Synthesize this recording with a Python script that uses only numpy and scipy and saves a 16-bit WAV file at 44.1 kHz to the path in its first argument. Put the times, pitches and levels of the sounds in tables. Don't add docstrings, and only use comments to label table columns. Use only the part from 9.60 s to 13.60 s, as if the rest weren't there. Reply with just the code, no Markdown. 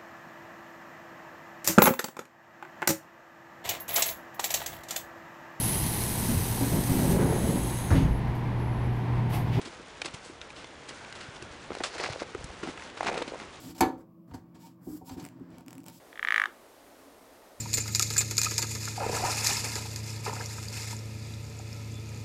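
import sys
import numpy as np
from scipy import signal
from scipy.fft import rfft, irfft, next_fast_len
from scipy.io import wavfile
from scipy.ndimage import map_coordinates

SR = 44100
rng = np.random.default_rng(int(sys.argv[2]) if len(sys.argv) > 2 else 0)


def generate_wav(signal):
    frames = np.transpose(np.atleast_2d(signal))
    scaled = np.clip(frames, -1, 1) * 32767
    pcm = np.round(scaled).astype(np.int16)
    wavfile.write(sys.argv[1], SR, pcm)


N = 176400
T = np.arange(N) / SR
EVENT_T = T[:SR // 4]


def amp(db):
    return 10 ** (np.asarray(db) / 20)


def unit(x):
    return x / np.sqrt(np.mean(x ** 2) + 1e-20)


def eq_curve(points, hz):
    freqs, gains = np.transpose(points)
    return np.interp(np.log(hz + 1), np.log(freqs + 1), gains)


def coloured(x, gain_db):
    hz = np.fft.rfftfreq(len(x), 1 / SR)
    return unit(irfft(rfft(x) * amp(gain_db(hz)), len(x)))


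def fader(points):
    return amp(np.interp(T, *np.transpose(points), left=-120, right=-120))


def add(track, start, sound):
    part = track[max(0, int(start * SR)):][:len(sound)]
    part += sound[:len(part)]


def wobble(per_s):
    return map_coordinates(rng.standard_normal(400), [T * per_s], mode="mirror")


def grains(per_s, spread_db, length, band_count=5):
    hits = rng.random((band_count, length)) < per_s / SR
    polarity = rng.choice([-1, 1], hits.shape)
    strength = amp(spread_db * np.minimum(rng.exponential(size=hits.shape), 3))
    hz = np.fft.rfftfreq(length, 1 / SR)
    centres_hz = np.geomspace(700, 8000, band_count)
    bands = [np.sqrt(np.interp(hz, centres_hz, own)) for own in np.eye(band_count)]
    spectra = rfft(hits * polarity * strength) * bands
    return unit(irfft(spectra.sum(axis=0), length))


def pulse(hz, cycles):
    age = EVENT_T * hz / cycles
    return age ** 2 * np.exp(2 * (1 - age)) * np.sin(2 * np.pi * hz * EVENT_T)


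# time in seconds, level in dB.
RAIN_RIDE = [(0, -47), (.3, -49.5), (.7, -49.5), (.85, -49.5), (1.2, -49), (1.4, -47.5), (1.65, -47.5),
             (2.0, -47.5), (2.7, -48), (3.3, -47), (3.85, -48.5), (4.0, -48.5)]
# frequency in Hz, relative gain in dB.
WASH_EQ = [(20, -14), (45, -0.5), (75, 2), (160, 1), (350, 2), (520, 2), (750, -1.5), (1500, -3),
           (2300, -6), (3500, -10), (5000, -17.5), (7000, -20), (10000, -30)]
PATTER_EQ = [(200, -26), (900, 3.5), (2000, -2), (3800, -4.5), (6500, -7), (10000, -16.5)]
def rain():
    wash = coloured(rng.standard_normal(N), lambda hz: eq_curve(WASH_EQ, hz))
    wash *= amp(.5 * wobble(per_s=25.16))
    pellets = grains(per_s=700, spread_db=2.5, length=N)
    patter = coloured(pellets, lambda hz: eq_curve(PATTER_EQ, hz))
    patter *= amp(-6 + 2.5 * wobble(per_s=29.94))
    return amp(np.interp(T, *np.transpose(RAIN_RIDE))) * (wash + patter)


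# time in seconds, level in dB.
SCRAPE_RIDE = [(1.3, -61), (1.43, -56), (1.55, -56), (1.68, -54), (1.78, -63), (1.95, -58)]
def scrape(centre_hz=1500, half_width_hz=160):
    friction = rng.standard_normal(N)
    band = coloured(friction, lambda hz: -20 * np.log10(1 + ((hz - centre_hz) / half_width_hz) ** 2))
    return band * fader(SCRAPE_RIDE)


# start in seconds, level in dB, pitch in Hz.
SOFT_BUMPS = [(.54, -34.5, 125), (1.685, -36, 123), (1.82, -40, 120), (1.841, -46, 85), (1.904, -42.5, 75),
              (2.11, -39, 160), (2.371, -45, 90), (2.499, -31, 114), (2.52, -43, 96), (2.746, -39, 90),
              (2.786, -42, 55), (2.812, -42, 115), (2.838, -39.5, 54), (2.842, -34, 132), (2.895, -41, 60),
              (2.99, -45, 75), (3.068, -43, 150)]
def bumps():
    out = np.zeros(N)
    for start, db, pitch in SOFT_BUMPS:
        add(out, start, amp(db) * pulse(pitch, cycles=.56))
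    return out


def garden(x, wet_db=-16.5, t60_s=.091):
    tail = rng.standard_normal(len(EVENT_T)) * amp(-60 * EVENT_T / t60_s)
    return x + amp(wet_db) * signal.fftconvolve(x, tail / np.linalg.norm(tail))[:N]


# start in seconds, level in dB, pitch in Hz, rough treble slope in dB per octave,
# ring T60 in seconds.
ICE_TICKS = [(.4185, -27.5, 2400, -11, .028), (0.815, -37, 3750, -22, 0.037), (0.8156, -41, 2480, -21, .02),
             (.904, -39, 2500, -13.5, 0.013), (1.0435, -41, 2090, -16, 0.086),
             (1.044, -40, 3480, -24, 0.093), (1.291, -38.5, 3300, -2, .015),
             (1.447, -41.5, 2330, -13.5, .02), (1.5257, -35, 1990, -11, 0.02), (1.824, -37, 2700, -3, .015),
             (2.104, -37.5, 1350, -27, 0.028), (2.1189, -37, 1360, -19, .02),
             (2.151, -36.5, 2400, -12, .015), (2.185, -37, 2400, -10, .01), (2.204, -33, 1780, -24, .025),
             (2.2379, -30, 1180, -12, .04), (2.3818, -38.5, 1900, -6, .015),
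             (2.533, -35.5, 2190, -13, 0.014), (2.748, -32.5, 1250, -14, 0.028),
             (2.842, -34.5, 5170, -6.5, 0.014), (3.035, -40.5, 2400, -7, .02),
             (3.074, -39, 1270, -8.5, .02), (3.1755, -34, 1290, -14, 0.028),
             (3.197, -40.5, 1660, -11.5, .02), (3.222, -38.5, 1500, -11, .02), (3.30, -41, 2390, -14, .02),
             (3.408, -26.5, 1060, -14, .02), (3.4308, -37, 3000, -9, .01), (3.4705, -28, 1300, -10, .025),
             (3.479, -31.5, 2220, -17.5, .04), (3.5292, -33, 1330, -10, .025),
             (3.543, -33, 1540, -9, 0.018), (3.609, -40, 1420, -11, .02), (3.622, -32, 1810, -13, 0.027),
             (3.80, -37.5, 1900, -11.5, 0.016)]
def ticks(body_db=-6.5, ring_db=-5, snap_t60_s=.021):
    out = np.zeros(N)
    fade = amp(-60 * EVENT_T / snap_t60_s)
    for start, db, pitch, treble, ring_t60 in ICE_TICKS:
        tone = [(pitch / 10, 2 * body_db), (pitch / 2, body_db), (pitch, 0),
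                (pitch * 1.5, treble / 4), (pitch * 12, 3 * treble)]
        snap = fade * coloured(rng.standard_normal(len(EVENT_T)), lambda hz: eq_curve(tone, hz))
        ring = np.sin(2 * np.pi * pitch * EVENT_T) * amp(ring_db - 60 * EVENT_T / ring_t60)
        add(out, start, amp(db) * (snap + ring))
    return out


# start in seconds, level in dB, pitch in Hz, attack in cycles.
SNOW_POPS = [(.06, -34.5, 260, 0.69), (.074, -35.5, 356, 0.94), (.198, -39.5, 379, 0.7),
             (0.4174, -34.5, 720, 0.62), (.452, -37, 295, 0.85), (.463, -41, 390, 1.7),
             (.66, -42.5, 440, 0.88), (.698, -34.5, 334, 0.67), (1.824, -37.5, 380, 1.3),
             (2.1046, -24.5, 440, 0.83), (2.109, -35.5, 260, 0.89), (2.118, -31.5, 400, 0.49),
             (2.151, -30.5, 650, 0.6), (2.170, -30, 484, 0.75), (2.2045, -28, 670, 0.9),
             (2.207, -25.5, 342, 0.65), (2.214, -30, 750, 0.71), (2.246, -33, 647, 1.3),
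             (2.398, -24.5, 430, 0.77), (2.412, -25, 640, 0.67), (2.44, -29.5, 428, 0.73),
             (2.489, -27, 576, 0.81), (2.5596, -28.5, 493, 0.78), (2.6152, -34, 342, 0.77),
             (2.6196, -21.5, 544, 0.7), (2.749, -26, 404, 1.24), (2.81, -33, 533, 0.66),
             (2.903, -35.5, 765, 1.2), (3.0343, -27.5, 380, 0.62), (3.073, -28, 780, 0.82),
             (3.075, -30, 262, 0.69), (3.087, -28, 288, 0.56), (3.098, -31.5, 323, 0.36),
             (3.4075, -19, 710, 0.87), (3.430, -24.5, 720, 0.89), (3.4593, -28, 420, 0.63),
             (3.463, -29, 746, .8), (3.4856, -28, 775, 0.47), (3.4905, -19.5, 700, 0.88),
             (3.515, -25.5, 566, 0.82), (3.542, -25.5, 620, 0.7), (3.554, -26.5, 600, 0.85),
             (3.560, -28, 620, 0.88), (3.576, -26.5, 440, 0.74), (3.5894, -29.5, 480, .8),
             (3.607, -28.5, 430, 0.72), (3.618, -23.5, 600, 0.89), (3.6214, -25.5, 453, 1.06),
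             (3.677, -32, 252, 0.77), (3.7202, -28, 500, 0.8), (3.737, -30, 525, 0.91),
             (3.745, -28, 680, 0.48), (3.756, -32, 574, 0.94), (3.817, -36.5, 255, 0.49)]
# frequency in Hz, relative gain in dB.
POP_CRACK_EQ = [(80, -26), (250, -4), (450, 0), (1200, -1), (2500, -13), (5000, -26), (10000, -40)]
def pops(crack_db=-10, crack_t60_s=.018):
    out = np.zeros(N)
    for start, db, pitch, cycles in SNOW_POPS:
        crack = coloured(rng.standard_normal(len(EVENT_T)), lambda hz: eq_curve(POP_CRACK_EQ, hz))
        crack *= amp(crack_db - 60 * EVENT_T / crack_t60_s)
        add(out, start, amp(db) * (pulse(pitch, cycles) + crack))
    return out


# start in seconds, level in dB, pitch in Hz.
CRUST_FRACTURES = [(.4171, -22, 4400), (.4186, -17.5, 2880), (0.4198, -20.5, 2600), (.4212, -26, 3200),
                   (.4477, -26, 3000), (2.1515, -29, 1300), (2.2375, -22, 4200), (2.2392, -26, 1700),
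                   (2.3825, -27, 1700), (2.4, -22, 2280), (2.4386, -22, 1900), (2.442, -24, 1200),
                   (2.4609, -19, 1900), (2.5333, -27.5, 2700), (3.033, -26, 1500), (3.408, -22.5, 1140),
                   (3.4725, -23, 2200), (3.4745, -23, 2700), (3.4855, -24, 1500), (3.5772, -26.5, 2200)]
def fractures():
    out = np.zeros(N)
    for start, db, pitch in CRUST_FRACTURES:
        add(out, start, amp(db) * pulse(pitch, cycles=.71))
    return out


# start in seconds, level in dB, attack in seconds, T60 in seconds,
# brightness in dB per octave, low cut in Hz.
CRUST_BREAKS = [(.012, -42.5, 0.0032, 0.099, 2, 200), (0.047, -41.5, 0.0088, 0.17, 1.5, 170),
                (.444, -36, 0.006, .09, -1.5, 200), (.453, -30.5, 0.007, 0.046, 1, 179),
                (.472, -39, 0.012, 0.047, -2, 200), (.533, -38.5, 0.015, 0.025, 1.5, 198),
                (0.644, -45.5, 0.0041, 0.32, 7.5, 250), (.955, -47.5, 0.0099, 0.42, -1, 1200),
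                (1.281, -39, 0.012, 0.081, -1, 905), (1.305, -44.5, 0.0032, 0.1, -3, 250),
                (1.55, -44.5, 0.0053, 0.13, -0.5, 1200), (1.6, -42.5, 0.011, 0.26, -2.5, 1300),
                (2.2346, -26, 0.004, 0.1, -0.5, 800), (2.253, -36, .008, 0.15, 0.5, 398),
                (2.382, -39.5, 0.0027, 0.096, -1, 350), (2.436, -30, 0.003, 0.04, -4.5, 604),
                (2.458, -29, 0.0037, 0.045, -6, 890), (3.028, -35, 0.0033, 0.22, -4.5, 250),
                (3.07, -40.5, 0.025, 0.096, -2, 170), (3.37, -38, 0.0034, 0.096, -5, 920),
                (3.465, -34, 0.0038, 0.071, -1.5, 704), (3.575, -31.5, 0.0023, 0.072, -2.5, 292),
                (3.618, -30, 0.0056, 0.027, -3.5, 298), (3.677, -36, 0.0018, 0.071, -2, 248)]
# frequency in Hz, relative gain in dB.
SHARD_EQ = [(60, -12), (150, 2.5), (350, 5.5), (750, 0), (1200, 1.5), (1800, -2.5), (2400, -0.5),
            (3200, -1), (4500, -2), (6200, -8), (7800, -8.5), (10000, -16)]
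def breaks(dust_gain=.4):
    out = np.zeros(N)
    for start, db, attack, t60, brightness, low_cut_hz in CRUST_BREAKS:
        def tone(hz):
            tilt = brightness * np.log2(1 + hz / 200)
            bass_loss = 10 * np.log10(1 + (low_cut_hz / (hz + 1)) ** 4)
            return eq_curve(SHARD_EQ, hz) + tilt - bass_loss
        shards = grains(per_s=1100, spread_db=2, length=len(EVENT_T))
        shards += dust_gain * rng.standard_normal(len(EVENT_T))
        swell = np.minimum(EVENT_T / attack, 1)
        decay = amp(-60 * np.maximum(EVENT_T - attack, 0) / t60)
        add(out, start, amp(db) * swell * decay * coloured(shards, tone))
    return out


def packing_snow(per_s=220, centre_hz=503, spread_octaves=.7):
    out = np.zeros(N)
    for slot, (jitter, detune, strength) in enumerate(rng.uniform(-1.02, 1, (int(per_s * N / SR), 3))):
        pitch = centre_hz * 2 ** (spread_octaves * detune)
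        add(out, (slot + jitter) / per_s, strength * pulse(pitch, cycles=.91))
    return unit(out)


# time in seconds, level in dB.
CRISP_RIDE = [(2.13, -47.5), (2.18, -52.5), (2.29, -54), (2.33, -42), (2.378, -45), (2.398, -34.5),
              (2.428, -39.5), (2.44, -30), (2.47, -41), (2.50, -42.5), (2.545, -44.5), (2.58, -50.5),
              (2.61, -43), (2.632, -40.5), (2.65, -71)]
DEEP_RIDE = [(3.395, -49.5), (3.42, -43.5), (3.444, -36), (3.456, -40), (3.472, -30), (3.492, -31.5),
             (3.505, -38.5), (3.55, -39.5), (3.58, -41.5), (3.60, -40.5), (3.622, -49), (3.638, -49),
             (3.74, -53.5), (3.78, -55.5), (3.82, -43.5), (3.85, -56.5)]
# frequency in Hz, relative gain in dB.
CRISP_EQ = [(60, -39), (150, -16), (300, -8), (500, -0.5), (700, 1), (930, -4), (1400, -3), (2100, -2.5),
            (3100, -11.5), (4300, -6), (6000, -12.5), (10000, -25)]
DEEP_EQ = [(60, -22), (150, -3), (300, 2.5), (480, -4.5), (700, 2), (1050, 1), (1600, -3.5), (2400, -1),
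           (3100, -10.5), (3900, -8), (4900, -14.5), (6200, -14), (10000, -28)]
def steps(dust_gain=.2, pack_lag_s=.018):
    out = np.zeros(N)
    packing = packing_snow()
    for ride, eq, pack_db in (CRISP_RIDE, CRISP_EQ, -10), (DEEP_RIDE, DEEP_EQ, -7):
        weight = fader(ride)
        crumbs = grains(per_s=600, spread_db=3, length=N) + dust_gain * rng.standard_normal(N)
        roughness = amp(1.7 * wobble(per_s=130))
        out += weight * coloured(crumbs, lambda hz: eq_curve(eq, hz)) * roughness
        late_weight = np.interp(T - pack_lag_s, T, weight)
        out += amp(pack_db) * late_weight * packing
    return out


def scene():
    footwork = steps() + breaks() + fractures() + ticks() + pops()
    return (garden(footwork) + bumps() + scrape() + rain())[None]


def record(dry):
    high_cut_hz = 10250
    size = next_fast_len(N + SR // 2)
    passband = np.fft.rfftfreq(size, 1 / SR) < high_cut_hz
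    return irfft(rfft(dry, size) * passband, size)[..., :N]


dry = scene()
out = record(dry)
generate_wav(out)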